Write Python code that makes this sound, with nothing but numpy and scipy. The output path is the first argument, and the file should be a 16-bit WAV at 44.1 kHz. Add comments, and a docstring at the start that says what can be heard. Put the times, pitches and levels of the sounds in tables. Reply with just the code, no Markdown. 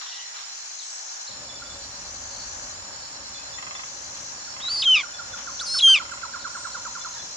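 """Eagle calling in a forest

A bald eagle calls twice from a conifer: a thin two-voiced squeal breaks into a loud falling whistle with a
rough end, from syrinx oscillators in one throat. To the right another bird runs through a quickening series
of falling yelps, made as pitch slurs. Around them are pulsed trills, small gliding chirps, twig scratches and
a rattle of damped wood modes, over insect hiss and forest air of filtered noise; early on a low hum switches
in and a rumble passes."""
import sys
import numpy as np
from scipy import signal
from scipy.fft import rfft, irfft
from scipy.io import wavfile
from scipy.ndimage import uniform_filter1d

SR = 44100
rng = np.random.default_rng(int(sys.argv[2]) if len(sys.argv) > 2 else 0)


def bounce(signal):
    """Save signal as a 16-bit WAV file at the path given by the first command-line argument."""
    frames = np.transpose(np.atleast_2d(signal))
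    limited = np.clip(frames, -1, 1)
    pcm = np.round(limited * 32767).astype(np.int16)
    wavfile.write(sys.argv[1], SR, pcm)


N = 324576
T = np.arange(N) / SR  # time [s]


# resonances of the throat: (frequency [Hz], gain [dB])
THROAT = [(1000, -10.5), (1550, -12), (2400, -1), (3200, 2), (4800, -7), (6300, -5), (7700, -10.5),
          (8600, -8.5), (9500, -10), (10600, -21.5), (11500, -46)]
# spectral shape of air through the beak: (frequency [Hz], relative level [dB])
BEAK_HISS = [(4500, -39), (7500, -2), (11000, 2.5), (13000, -28)]
# nearby trunks that throw the cry back: (delay [s], level [dB])
TRUNKS = [(.021, -34), (.034, -27)]
# the squeal that opens the first call: (time [s], pitch [Hz], level [dB])
FIRST_SQUEAL = [(4.598, 3200, -46), (4.606, 3020, -42), (4.618, 3600, -33.5), (4.632, 3790, -30.5),
                (4.662, 3820, -24), (4.688, 4030, -20.5), (4.696, 4370, -21), (4.718, 4690, -15.5),
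                (4.745, 4640, -19), (4.79, 4380, -20), (4.818, 4440, -21.5), (4.823, 3700, -17.5),
                (4.83, 3250, -21), (4.834, 2450, -30), (4.845, 2400, -33), (4.852, 2750, -39)]
# the squeal that opens the second call: (time [s], pitch [Hz], level [dB])
SECOND_SQUEAL = [(5.591, 2972, -53), (5.598, 3470, -25), (5.642, 6180, -29), (5.665, 4550, -25.5),
                 (5.695, 4170, -25), (5.75, 4380, -20.5), (5.783, 4500, -18.5), (5.792, 3900, -17),
                 (5.805, 2450, -25)]
# the loud whistles: (start [s], hold [s], release [s], pitch [Hz], sag [Hz/s], break [Hz], level [dB],
# level change while held [dB/s], second harmonic [dB], third harmonic [dB], slap of the slack membrane [dB],
# period doubles after [s from start], half-pitch share [0-1])
WHISTLES = [(4.846, 0.094, 0.086, 3146, 1344, 421, -13, 11, -19, -30.5, -7, 0.14, .05),
            (5.818, 0.12, 0.058, 3181, 520, 518, -7.5, -31.5, -11.5, -17, -13, 0.065, 0.41)]
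# the other side of the syrinx: (start [s], end [s], first pitch [Hz], last pitch before the collapse [Hz],
# last level [dB], swell [dB], second harmonic [dB])
SECOND_VOICES = [(4.732, 4.839, 4640, 5000, -18.5, 4, -30), (5.663, 5.807, 5050, 5350, -15.5, 12.5, -7.5)]
# the voice cracks between squeal and whistle: (start [s], pitch reached [Hz], level [dB])
CRACKS = [(4.831, 3850, -17), (5.801, 4010, -15)]
ECHO_S = .165


def eagle(coupling=0.28, hiss_db=-20):
    """Nonlinear coupling: two voices share one airflow and throat, so sum tones arise; trees scatter the cry."""
    lead = squeal(FIRST_SQUEAL, second_db=-24.5, third_db=-30)
    lead = lead + squeal(SECOND_SQUEAL, second_db=-10.5, third_db=-18)
    lead = lead + sum(whistle(*row) for row in WHISTLES)
    upper = sum(second_voice(*row) for row in SECOND_VOICES) + sum(crack(*row) for row in CRACKS)
    # the product of two analytic signals holds only sum frequencies
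    sum_tones = np.real(signal.hilbert(lead) * signal.hilbert(upper))
    # air hisses through the beak, most while both voices sound
    air = noise(BEAK_HISS, channels=1)[0]
    flow = uniform_filter1d(np.abs(upper) + 0.11 * np.abs(lead), size=300)
    hiss = undb(hiss_db) * flow * air / air.std()
    voice = colour(lead + upper + coupling * sum_tones + hiss, THROAT)

    branches = trees(voice, t60=.07, wet_db=-26).mean(axis=0)
    trunks = sum(undb(db) * np.interp(T - s, T, voice) for s, db in TRUNKS)
    echo = trees(np.interp(T - ECHO_S, T, voice), t60=.025, wet_db=-38)
    return voice + branches + trunks + echo + trees(voice, t60=.5, wet_db=-28)


STEADY_ROUGH, ROUGH_PER_OCTAVE_S = 0.034, 0.019  # roughness at rest, and per octave/s of slide


def squeal(rows, second_db, third_db):
    """Instability under rapid pitch change: a thin tone, clean where it holds and rough where it slides."""
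    hz, db = curve(rows)
    octaves_per_s = uniform_filter1d(np.abs(np.gradient(np.log2(hz))) * SR, size=400)
    rough = np.minimum(STEADY_ROUGH + ROUGH_PER_OCTAVE_S * octaves_per_s, .27)
    sounding = gate(rows[0][0], rows[-1][0], .003, 0.0017)
    return membrane(hz, rough, second_db, third_db) * undb(db) * sounding


def second_voice(start, end, first_hz, last_hz, db, swell_db, second_db,
                 edge_s=0.024, edge_rough=0.32, collapse_hz=350):
    """Independent second oscillator: it rises, levels off, and is rough as it catches and collapses."""
    to_go = (1 - np.clip((T - start) / (end - start), 0, 1)) ** 1.9
    collapse = np.clip(1 - (end - T) / edge_s, 0, 1)
    hz = last_hz + (first_hz - last_hz) * to_go - collapse_hz * collapse
    rough = STEADY_ROUGH + edge_rough * (1 - gate(start, end, edge_s, edge_s))
    tone = membrane(hz, rough, second_db, third_db=-43)
    return tone * undb(db - swell_db * to_go) * gate(start, end, .004, edge_s)


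CRACK_S, CRACK_SCOOP_HZ, CRACK_RISE_S, CRACK_ROUGH = 0.024, 550, 0.0054, 0.25


def crack(start, hz, db):
    """Exponential pitch approach: a rough blip that scoops up to its pitch."""
    pitch = hz - CRACK_SCOOP_HZ * np.exp(-np.maximum(T - start, 0) / CRACK_RISE_S)
    tone = membrane(pitch, CRACK_ROUGH, second_db=-26.5, third_db=-53)
    return tone * undb(db) * gate(start, start + CRACK_S, 0.0083, 0.014)


ATTACK_S, SETTLE_HZ, SETTLE_S = 0.018, 238.3, 0.0198  # a whistle starts sharp and settles
BREAK_S, FALL_HZ, FALL_DB = .009, 980, 18  # in the release the pitch breaks down a step, then slides away
CATCH_S, STALL_ROUGH = .0018, .28
CRACKLE_DB, CRACKLE_HZ = 2, 450
WHISTLE_ROUGH, RELEASE_ROUGH, RELEASE_HALF = 0.028, 0.16, 0.38
FALTER_HZ, FALTER_DEPTH, FALTER_S = 188, 0.22, 0.01  # the tone flutters around the break
# the voice stalls and catches again higher: (time [share of the release], jump [Hz], dip [0-1])
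CATCHES = [(.55, 190, .65), (.77, 70, .4)]


def whistle(start, hold, release, hz, sag, break_hz, db, swell, second_db, third_db, slap_db,
            doubles_after, share):
    """Register break: a clean sagging tone flutters as the pressure goes, breaks down, catches and roughens."""
    t = np.clip(T - start, 0, hold + release)
    held = np.minimum(t, hold)
    spent = np.clip((t - hold) / release, 0, 1)
    broken = (1 + np.tanh((t - hold) / BREAK_S - 1)) / 2
    pitch = hz + SETTLE_HZ * np.exp(-t / SETTLE_S) - sag * held - break_hz * broken - FALL_HZ * spent ** 2
    stall = 0
    for when, jump_hz, dip in CATCHES:
        catch = (t - hold - when * release) / CATCH_S
        pitch = pitch + jump_hz * (1 + np.tanh(2 * catch)) / 2
        stall = stall + dip * np.exp(-catch ** 2)
    rough = WHISTLE_ROUGH + RELEASE_ROUGH * broken * np.sqrt(spent) + STALL_ROUGH * stall

    # period doubling, first in the held tone and then in the release
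    held_half = share * np.clip((t - doubles_after) / 0.0047, 0, 1) * (1 - broken) ** 2
    release_half = RELEASE_HALF * np.clip((t - hold) / BREAK_S - 1.7, 0, 1) * (1 + spent)

    crackle = undb(CRACKLE_DB * broken * np.tanh(walk(CRACKLE_HZ)))
    near_break = np.exp(-((t - hold - FALTER_S) / FALTER_S) ** 2)
    falter = 1 + FALTER_DEPTH * near_break * np.sin(2 * np.pi * FALTER_HZ * (t - hold))
    level = undb(db + swell * held - FALL_DB * spent ** 1.88)
    strength = (1 - np.exp(-t / ATTACK_S)) * falter * crackle * (1 - stall) * level
    sounding = gate(start, start + hold + release, .003, .008)
    tone = membrane(pitch, rough, second_db, third_db, held_half + release_half, slap_db)
    return tone * strength * sounding


def membrane(hz, rough, second_db, third_db, half=0, slack_db=-13,
             jitter=0.13, shimmer=1.0, air=0.21, sub_db=-11):
    """Self-sustained oscillation of one syrinx side: a near sine, unsteady and period-doubling when slack."""
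    rough = np.clip(rough, 0, 1)
    # at low pitch the slack membrane slaps shut, which lifts the second harmonic
    slack = np.clip((2870 - hz) / 200, 0, 1)
    # and its cycles turn irregular
    unsteady = 1 + rough * (jitter + .05 * slack) * walk(700)
    phase = turn(uniform_filter1d(hz, size=130) * unsteady)
    second = undb(second_db) + undb(slack_db) * slack * (1 - half)
    wave = np.sin(phase) + second * np.sin(2 * phase) + undb(third_db) * np.sin(3 * phase)
    # strong and weak cycles alternate, which puts lines halfway between the harmonics
    wave = wave * (1 + half * np.cos(phase / 2)) + undb(sub_db) * half * slack * np.sin(phase / 2)
    # the swing falters, and turbulent air rides on the tone
    return wave * (1 + shimmer * rough * np.tanh(walk(320)) + air * np.sqrt(rough) * walk(2400))


# model yelp, before its course reshapes it: (time from start [s], pitch [Hz], level [dB])
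YELP = [(-.005, 1760, -30), (0, 1610, -6), (.005, 1465, 0), (.009, 1405, 0), (.016, 1340, -2),
        (.022, 1130, -8), (.029, 1010, -6), (.036, 945, -12), (.045, 850, -30)]
# the series of yelps: (time [s], relative level [dB])
YELPS = [(4.472, -40.5), (4.681, -35), (4.872, -32), (5.032, -30), (5.19, -31), (5.334, -31),
         (5.472, -28.5), (5.61, -29), (5.743, -28), (5.873, -28.5), (5.997, -27.5), (6.115, -28.5),
         (6.229, -27), (6.337, -27.5), (6.446, -26.5), (6.548, -26.5), (6.647, -28.5), (6.747, -28),
         (6.85, -30), (6.95, -30.5), (7.045, -30.5)]
# course of the series, from flat and short to fast and full:
# (time [s], share of the full slide [ratio], drop comes sooner by up to [s], fade of the low end [dB])
YELP_COURSE = [(4.5, .45, 0, 7), (5.2, .7, 0, 4), (5.7, .95, 0, 3), (6.3, .97, 0, 1.5), (6.7, 1, .001, 0),
               (7.05, .92, .004, -3)]
YELP_CENTRE_HZ = 1433  # the slide is scaled about this pitch


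def yelping_bird(pan_db=-7, second_db=-17):
    """Frequency modulation: downward slurs whose slide, timing and low end change as the series quickens."""
    out, waver, ragged = np.zeros(N), walk(250), undb(1.5 * walk(110))
    length = YELP[-1][0]
    for s, db in YELPS:
        near = (T > s + YELP[0][0]) & (T < s + length)
        t = T[near] - s
        reach, hurry_s, fade_db = curve(YELP_COURSE, s)
        hz = curve(YELP, t + hurry_s * np.sin(np.pi * t / length))[0]
        # each yelp slides a little differently
        hz = hz * (1 + (.015 + .6 * t) * rng.standard_normal() + .015 * waver[near])
        phase = turn(YELP_CENTRE_HZ + (hz - YELP_CENTRE_HZ) * reach)
        late = np.clip((t - .01) / 0.014, 0, 1)
        tone = np.sin(phase) + undb(second_db) * late * np.sin(2 * phase)
        level = undb(db + curve(YELP, t)[1] - fade_db * late)
        out[near] += level * ragged[near] * tone
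    # the scatter comes mostly from the bird's own side
    side_gain = undb(np.array([[pan_db], [-pan_db]]) / 3)
    scatter = trees(out, t60=.65, wet_db=-6) * side_gain
    branches = trees(out, t60=.09, wet_db=-11)
    return place(out, pan_db, lag_ms=0.1) * undb(-2.5) + branches + scatter


# high trills: (start [s], end [s], relative level [dB])
TRILLS = [(0.452, 1.274, -43), (1.973, 2.736, -43.5), (3.743, 4.333, -44), (5.217, 5.95, -43.5),
          (6.735, 7.4, -44)]
TRILL_PULSE_HZ = 54.5


def trilling_bird(pitch_hz=6245, under_hz=5730):
    """Amplitude modulation: buzzy trills rise as they swell; later a weaker low note fills the pulse gaps."""
    out, waver = np.zeros(N), 16 * walk(90)
    for start, end, db in TRILLS:
        near = (T > start) & (T < end)
        t = T[near] - start
        beat = np.sin(np.pi * TRILL_PULSE_HZ * t) ** 2
        rise_hz = 170 * np.clip(1 - t / 0.3, 0, 1)
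        hz = pitch_hz - rise_hz - 25 * np.sin(2 * np.pi * TRILL_PULSE_HZ * t)
        high = beat ** 1.17 * np.sin(turn(hz + waver[near]))
        low_level = .6 * np.clip((t - .25) / .2, 0, 1) * (1 - beat) ** 2
        low = low_level * np.sin(turn(under_hz + 2 * waver[near]))
        out[near] = undb(db) * (high + low) * gate(start - .03, end, 0.16, 0.0086, T[near])
    out *= undb(1.0 * walk(30))
    scatter = trees(out, t60=0.18, wet_db=-7)
    return place(out, pan_db=7.5) * undb(6.5) + scatter


# a small bird's peaked chirps: (time of the peak [s], top pitch [Hz], relative level [dB])
CHIRPS = [(0.024, 4230, -38), (0.373, 4230, -38), (.796, 4290, -37), (1.286, 4300, -38.5),
          (6.412, 4330, -40), (6.735, 4400, -38.5), (7.13, 4450, -41)]
CHIRP_RISE_HZ_PER_S, CHIRP_FALL_HZ, CHIRP_FALL_S, CHIRP_RASP = 23800, 1436, 0.031, 0.027
CHIRP_ATTACK_S, CHIRP_DECAY_S, CHIRP_S = .024, .02, .06  # CHIRP_S: from the peak to the end


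def chirping_bird():
    """Pitch glide with exponential decay: chirps shoot up to a peak and fall raggedly, blurred by the trees."""
    out, flutter, ragged = np.zeros(N), walk(610), undb(3.5 * walk(120) - 2)
    for s, top_hz, db in CHIRPS:
        near = (T > s - CHIRP_ATTACK_S) & (T < s + CHIRP_S)
        before, after = np.maximum(s - T[near], 0), np.maximum(T[near] - s, 0)
        fall_hz = CHIRP_FALL_HZ * (1 - np.exp(-after / CHIRP_FALL_S))
        hz = (top_hz - CHIRP_RISE_HZ_PER_S * before - fall_hz) * (1 + CHIRP_RASP * flutter[near])
        swell = (1 - before / CHIRP_ATTACK_S) * np.exp(-after / CHIRP_DECAY_S)
        out[near] += undb(db) * swell * ragged[near] * np.sin(turn(hz))
    return place(out, pan_db=0) + trees(out, t60=.7, wet_db=0)


# short pips on nearly one pitch: (time [s], relative level [dB])
PIPS = [(1.485, -40.5), (1.54, -43.5), (1.695, -40.5), (1.645, -47), (3.343, -40.5), (3.368, -52),
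        (3.53, -41), (3.743, -39.5), (5.132, -41.5), (5.317, -41.5), (7.0, -42), (7.183, -41.5)]
PIP_HZ, PIP_S, PIP_SAG_HZ, PIP_RASP = 3505, .036, 36, .007
# husky notes that swell and fade: (time [s], relative level [dB])
HUSKS = [(.49, -50.5), (2.25, -42.5), (2.88, -47), (4.31, -47), (5.42, -48)]
HUSK_HZ, HUSK_S, HUSK_RISE_HZ, HUSK_RASP = 4390, 0.28, 148, 0.04
# far slurred whistles: (time [s], length [s], pitch [Hz], slide over the note [Hz],
# relative level [dB], rasp [share of the pitch])
SLURS = [(0.028, 0.35, 1970, -13.5, -48.5, 0.037), (0.113, 0.033, 2990, -250, -40.5, 0.04),
         (0.171, 0.059, 2856, 280, -42, 0.046), (1.617, 0.018, 1420, -27, -35, .004),
         (3.37, 0.06, 2540, 2, -50, 0.0074), (3.574, 0.027, 1980, -110, -43, .01),
         (6.09, 0.12, 7700, -1100, -43.5, 0.046), (7.027, 0.16, 6470, -100, -43, 0.014),
         (7.141, 0.042, 990, -100, -45, .013), (7.147, 0.059, 1910, -450, -44.5, 0.033)]
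# a harsh scolding burst: (time [s], length [s], pitch [Hz], slide over the note [Hz], relative level [dB])
SCOLDS = [(.04, 0.097, 3500, 400, -40.5), (.1, .1, 3950, -300, -40.5)]
SCOLD_RASP = .13
# very high, thin, arched whistles: (time [s], length [s], pitch [Hz], relative level [dB])
THIN_WHISTLES = [(0.778, 0.27, 7820, -49.5), (1.65, .22, 7450, -51), (6.458, .32, 8070, -50)]
THIN_ARCH_HZ, THIN_SAG_HZ, THIN_RASP = 380, 504, .014


def small_birds():
    """Gliding tones in a diffuse field: distant notes swell and fade on straight or arched slides."""
    pips = [(s, PIP_S, PIP_HZ, -PIP_SAG_HZ, db, PIP_RASP, 0) for s, db in PIPS]
    husks = [(s, HUSK_S, HUSK_HZ, HUSK_RISE_HZ, db, HUSK_RASP, 0) for s, db in HUSKS]
    slurs = [(*row, 0) for row in SLURS]
    scolds = [(*row, SCOLD_RASP, 0) for row in SCOLDS]
    thin = [(s, length, hz, -THIN_SAG_HZ, db, THIN_RASP, THIN_ARCH_HZ)
            for s, length, hz, db in THIN_WHISTLES]
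    out, flutter = np.zeros(N), walk(494)
    for s, length, hz, slide_hz, db, rasp, arch_hz in pips + husks + slurs + scolds + thin:
        near = (T > s) & (T < s + length)
        u = (T[near] - s) / length
        swell = np.sin(np.pi * u)
        pitch = (hz + slide_hz * u + arch_hz * swell) * (1 + rasp * flutter[near])
        out[near] += undb(db) * swell * np.sin(turn(pitch))
    return place(out, pan_db=1) + trees(out, t60=.5, wet_db=-1)


# bursts of dry rattling: (first tap [s], last tap [s], tap rate [1/s], level [dB],
# correlation of left and right [-1..1])
RATTLES = [(3.583, 3.846, 24, -31.5, -0.51), (4.563, 4.862, 26, -34.5, -0.35),
           (5.969, 6.25, 24.5, -36, -0.62)]
# what each tap rings in the wood: (frequency [Hz], relative level [dB])
WOOD_MODES = [(790, -4), (1070, 2), (1250, 0.5), (1650, -9), (2050, 1), (2620, -1), (3180, -3.5)]


def rattle(decay_s=.013, spread=.035):
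    """Damped modal ringing: runs of dry taps on wood, like a woodpecker drumming far away."""
    wood = np.array([sum(undb(db) * np.sin(turn(hz * (1 + spread * walk(150)))) for hz, db in WOOD_MODES)
                     for _ in range(2)])
    out = 0
    for first, last, rate, db, likeness in RATTLES:
        age = (T - first) % (1 / rate)  # time since the latest tap
        taps = np.minimum(age / 0.0023, 1) * np.exp(-age / decay_s)
        taps = taps * gate(first, last, .002, 0.0037)
        out = out + undb(db) * taps * widen(*wood / wood.std(), likeness)
    return out


# scratchy rustles in the twigs: (time [s], level [dB], decay [s])
RUSTLES = [(0.013, -35.5, 0.026), (.06, -40, 0.017), (.11, -56, 0.042), (0.344, -42.5, 0.17),
           (4.165, -42, 0.02), (5.375, -40, 0.062)]


def rustles():
    """Impulsive friction noise: brief scratches of dry twigs start abruptly and decay exponentially."""
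    strength = 0
    for s, db, decay_s in RUSTLES:
        fade = np.exp(-np.maximum(T - s, 0) / decay_s)
        strength = strength + undb(db) * np.clip((T - s) / 0.0007, 0, 1) * fade
    twigs = noise([(400, -29), (1100, -1.5), (2200, -7.0), (3600, -5.5), (5000, -56), (9000, -37)])
    return strength * twigs / twigs.std()


# insect chorus: (centre [Hz], width scale [Hz], level [dB], mean throb rate [1/s], throb depth [0-1],
# level wander [dB], correlation of left and right [-1..1])
INSECTS = [(4148, 190, -48.5, 9.5, 0.42, -1.2, -0.67), (4655, 180, -53.5, 9.3, 0.57, -1, 0.4),
           (5424, 210, -45.5, 15, 0, 1.6, -0.4), (5805, 610, -48, 5.8, 0.08, 3.6, -0.081),
           (6955, 375, -42.5, 14, 0.06, 0.94, -0.12)]


def insects():
    """Narrow-band noise: stridulation from many insects, each kind with its own loose throb rate."""
    out, f = 0, np.fft.rfftfreq(N, 1 / SR)
    for hz, width_hz, db, rate, depth, wander_db, likeness in INSECTS:
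        response = 1 / (1 + ((f - hz) / (.7 * width_hz)) ** 2) ** 1.5
        band = irfft(rfft(rng.standard_normal((2, N))) * response, N)
        pair = widen(*band / band.std(), likeness)
        throb = 1 + depth * np.sin(turn(rate * (1 + 0.208 * walk(2.8))))
        out = out + pair * throb * undb(db + wander_db * walk(1.4))
    return out


# forest air: (frequency [Hz], density [dB per Hz])
AIR = [(25, -91), (150, -100), (300, -98), (600, -90), (1200, -83), (2300, -83), (3700, -84), (4600, -81),
       (6300, -81), (7400, -85), (7900, -91), (8900, -92), (9700, -107), (12500, -110), (14000, -118)]
# wind in far trees, before its swell: (frequency [Hz], density [dB per Hz])
WIND = [(250, -108), (450, -79.5), (650, -70), (830, -64), (1050, -68.5), (1380, -71), (1650, -64.5),
        (3000, -100), (8000, -140)]
# how the wind swells: (time [s], gain [dB])
WIND_SWELL = [(0, -13), (.7, -15.5), (1.2, -9.5), (1.6, -18), (2.3, -9.5), (3.2, -10.5), (4.2, -12),
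              (5.2, -10), (6.3, -17.5), (7.36, -14)]
# low hum, before its swell: (frequency [Hz], density [dB per Hz])
HUM = [(20, -101), (35, -85.5), (56, -73), (85, -77.5), (115, -76), (150, -80), (260, -79), (340, -82.5),
       (440, -86), (500, -81), (560, -72.5), (640, -81), (1200, -80), (2500, -105), (8000, -140)]
# how the hum swells: (time [s], gain [dB])
HUM_SWELL = [(1.3, -1.5), (2.2, -0.5), (2.85, -1.5), (3.1, -2.5), (7.36, -2.5)]
# a deep rumble that swells and passes: (frequency [Hz], density [dB per Hz])
RUMBLE = [(20, -92), (40, -74), (58, -73.5), (90, -75), (160, -100), (1000, -160)]
HUM_START_S, RUMBLE_START_S, RUMBLE_END_S = 1.28, 1.3, 3.0


def forest():
    """Spectrally shaped noise: even air, wide swelling wind, an abrupt centred hum and a passing rumble."""
    air = noise(AIR) * undb(.5 * walk(16))
    wind = widen(*noise(WIND), likeness=-.5) * undb(curve(WIND_SWELL)[0] + 1 * walk(5))
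    hum_on = np.clip((T - HUM_START_S) / 0.013, 0, 1)
    hum = noise(HUM, channels=1) * hum_on * undb(curve(HUM_SWELL)[0] + 1 * walk(8.0))
    rumble = noise(RUMBLE, channels=1) * gate(RUMBLE_START_S, RUMBLE_END_S, 0.58, .15)
    return air + wind + hum + rumble


def trees(x, t60, wet_db):
    """Diffuse scattering: trunks and branches return decaying noise echoes, unrelated left and right."""
    t = T[:SR]
    decay = np.exp(-np.log(1000) * t / t60)  # 60 dB down at t60
    tail = rng.standard_normal((2, SR)) * decay * np.minimum(t / 0.011, 1)
    tail /= np.sqrt(np.sum(tail ** 2, axis=1, keepdims=True))
    return undb(wet_db) * signal.fftconvolve(x[None], tail, axes=1)[:, :N]


def place(x, pan_db, lag_ms=0):
    """Interchannel level and time difference: left minus right in dB, and the lag of the right channel."""
    f = np.fft.rfftfreq(N, 1 / SR)
    late = irfft(rfft(x) * np.exp(-2j * np.pi * f * lag_ms / 10 ** 3), N)
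    return np.array([x * undb(pan_db / 2), late * undb(-pan_db / 2)])


def widen(mid, side, likeness):
    """Interchannel correlation: sum and difference of two unrelated sounds set how alike the sides are."""
    c = np.clip(likeness, -1, 1)
    return mid * np.sqrt((1 + c) / 2) + np.array([side, -side]) * np.sqrt((1 - c) / 2)


def noise(points, channels=2):
    """Power spectral density: white noise shaped to a given density in dB per Hz."""
    return colour(rng.standard_normal((channels, N)), points) * np.sqrt(SR / 2)


def colour(x, points):
    """Linear filtering: gains from (frequency [Hz], level [dB]) points, joined on a log-frequency axis."""
    hz, db = np.transpose(points)
    f = np.maximum(np.fft.rfftfreq(N, 1 / SR), 1)
    return irfft(rfft(x) * undb(np.interp(np.log(f), np.log(hz), db)), N)


def walk(rate):
    """Low-pass random process: smooth chance of spread 1 that changes about rate times a second."""
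    f = np.fft.rfftfreq(N, 1 / SR)
    y = irfft(rfft(rng.standard_normal(N)) * np.exp(-(f / rate) ** 2), N)
    return y / y.std()


def turn(hz):
    """Phase as the integral of frequency: an oscillator that follows a pitch curve."""
    return 2 * np.pi * np.cumsum(hz) / SR


def gate(start, end, rise, fall, t=T):
    """Trapezoidal envelope: open between two times, with straight ramps inside."""
    return np.clip((t - start) / rise, 0, 1) * np.clip((end - t) / fall, 0, 1)


def curve(rows, t=T):
    """Linear interpolation: the columns of a table, joined by straight lines in time."""
    s, *columns = np.transpose(rows)
    return [np.interp(t, s, c) for c in columns]


def undb(db):
    """Logarithmic level: decibels to amplitude gain."""
    return 10 ** (np.asarray(db) / 20)


def scene():
    """Superposition: the eagle in front, everything else around it."""
    birds = eagle() + yelping_bird() + trilling_bird() + chirping_bird() + small_birds()
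    return birds + rattle() + rustles() + insects() + forest()


def record(dry):
    """Band limitation: the recorder cuts the top with a steep elliptic low-pass."""
    top_hz = 14300
    return signal.sosfilt(signal.ellip(8, .2, 70, top_hz, fs=SR, output="sos"), dry)


dry = scene()
out = record(dry)
bounce(out)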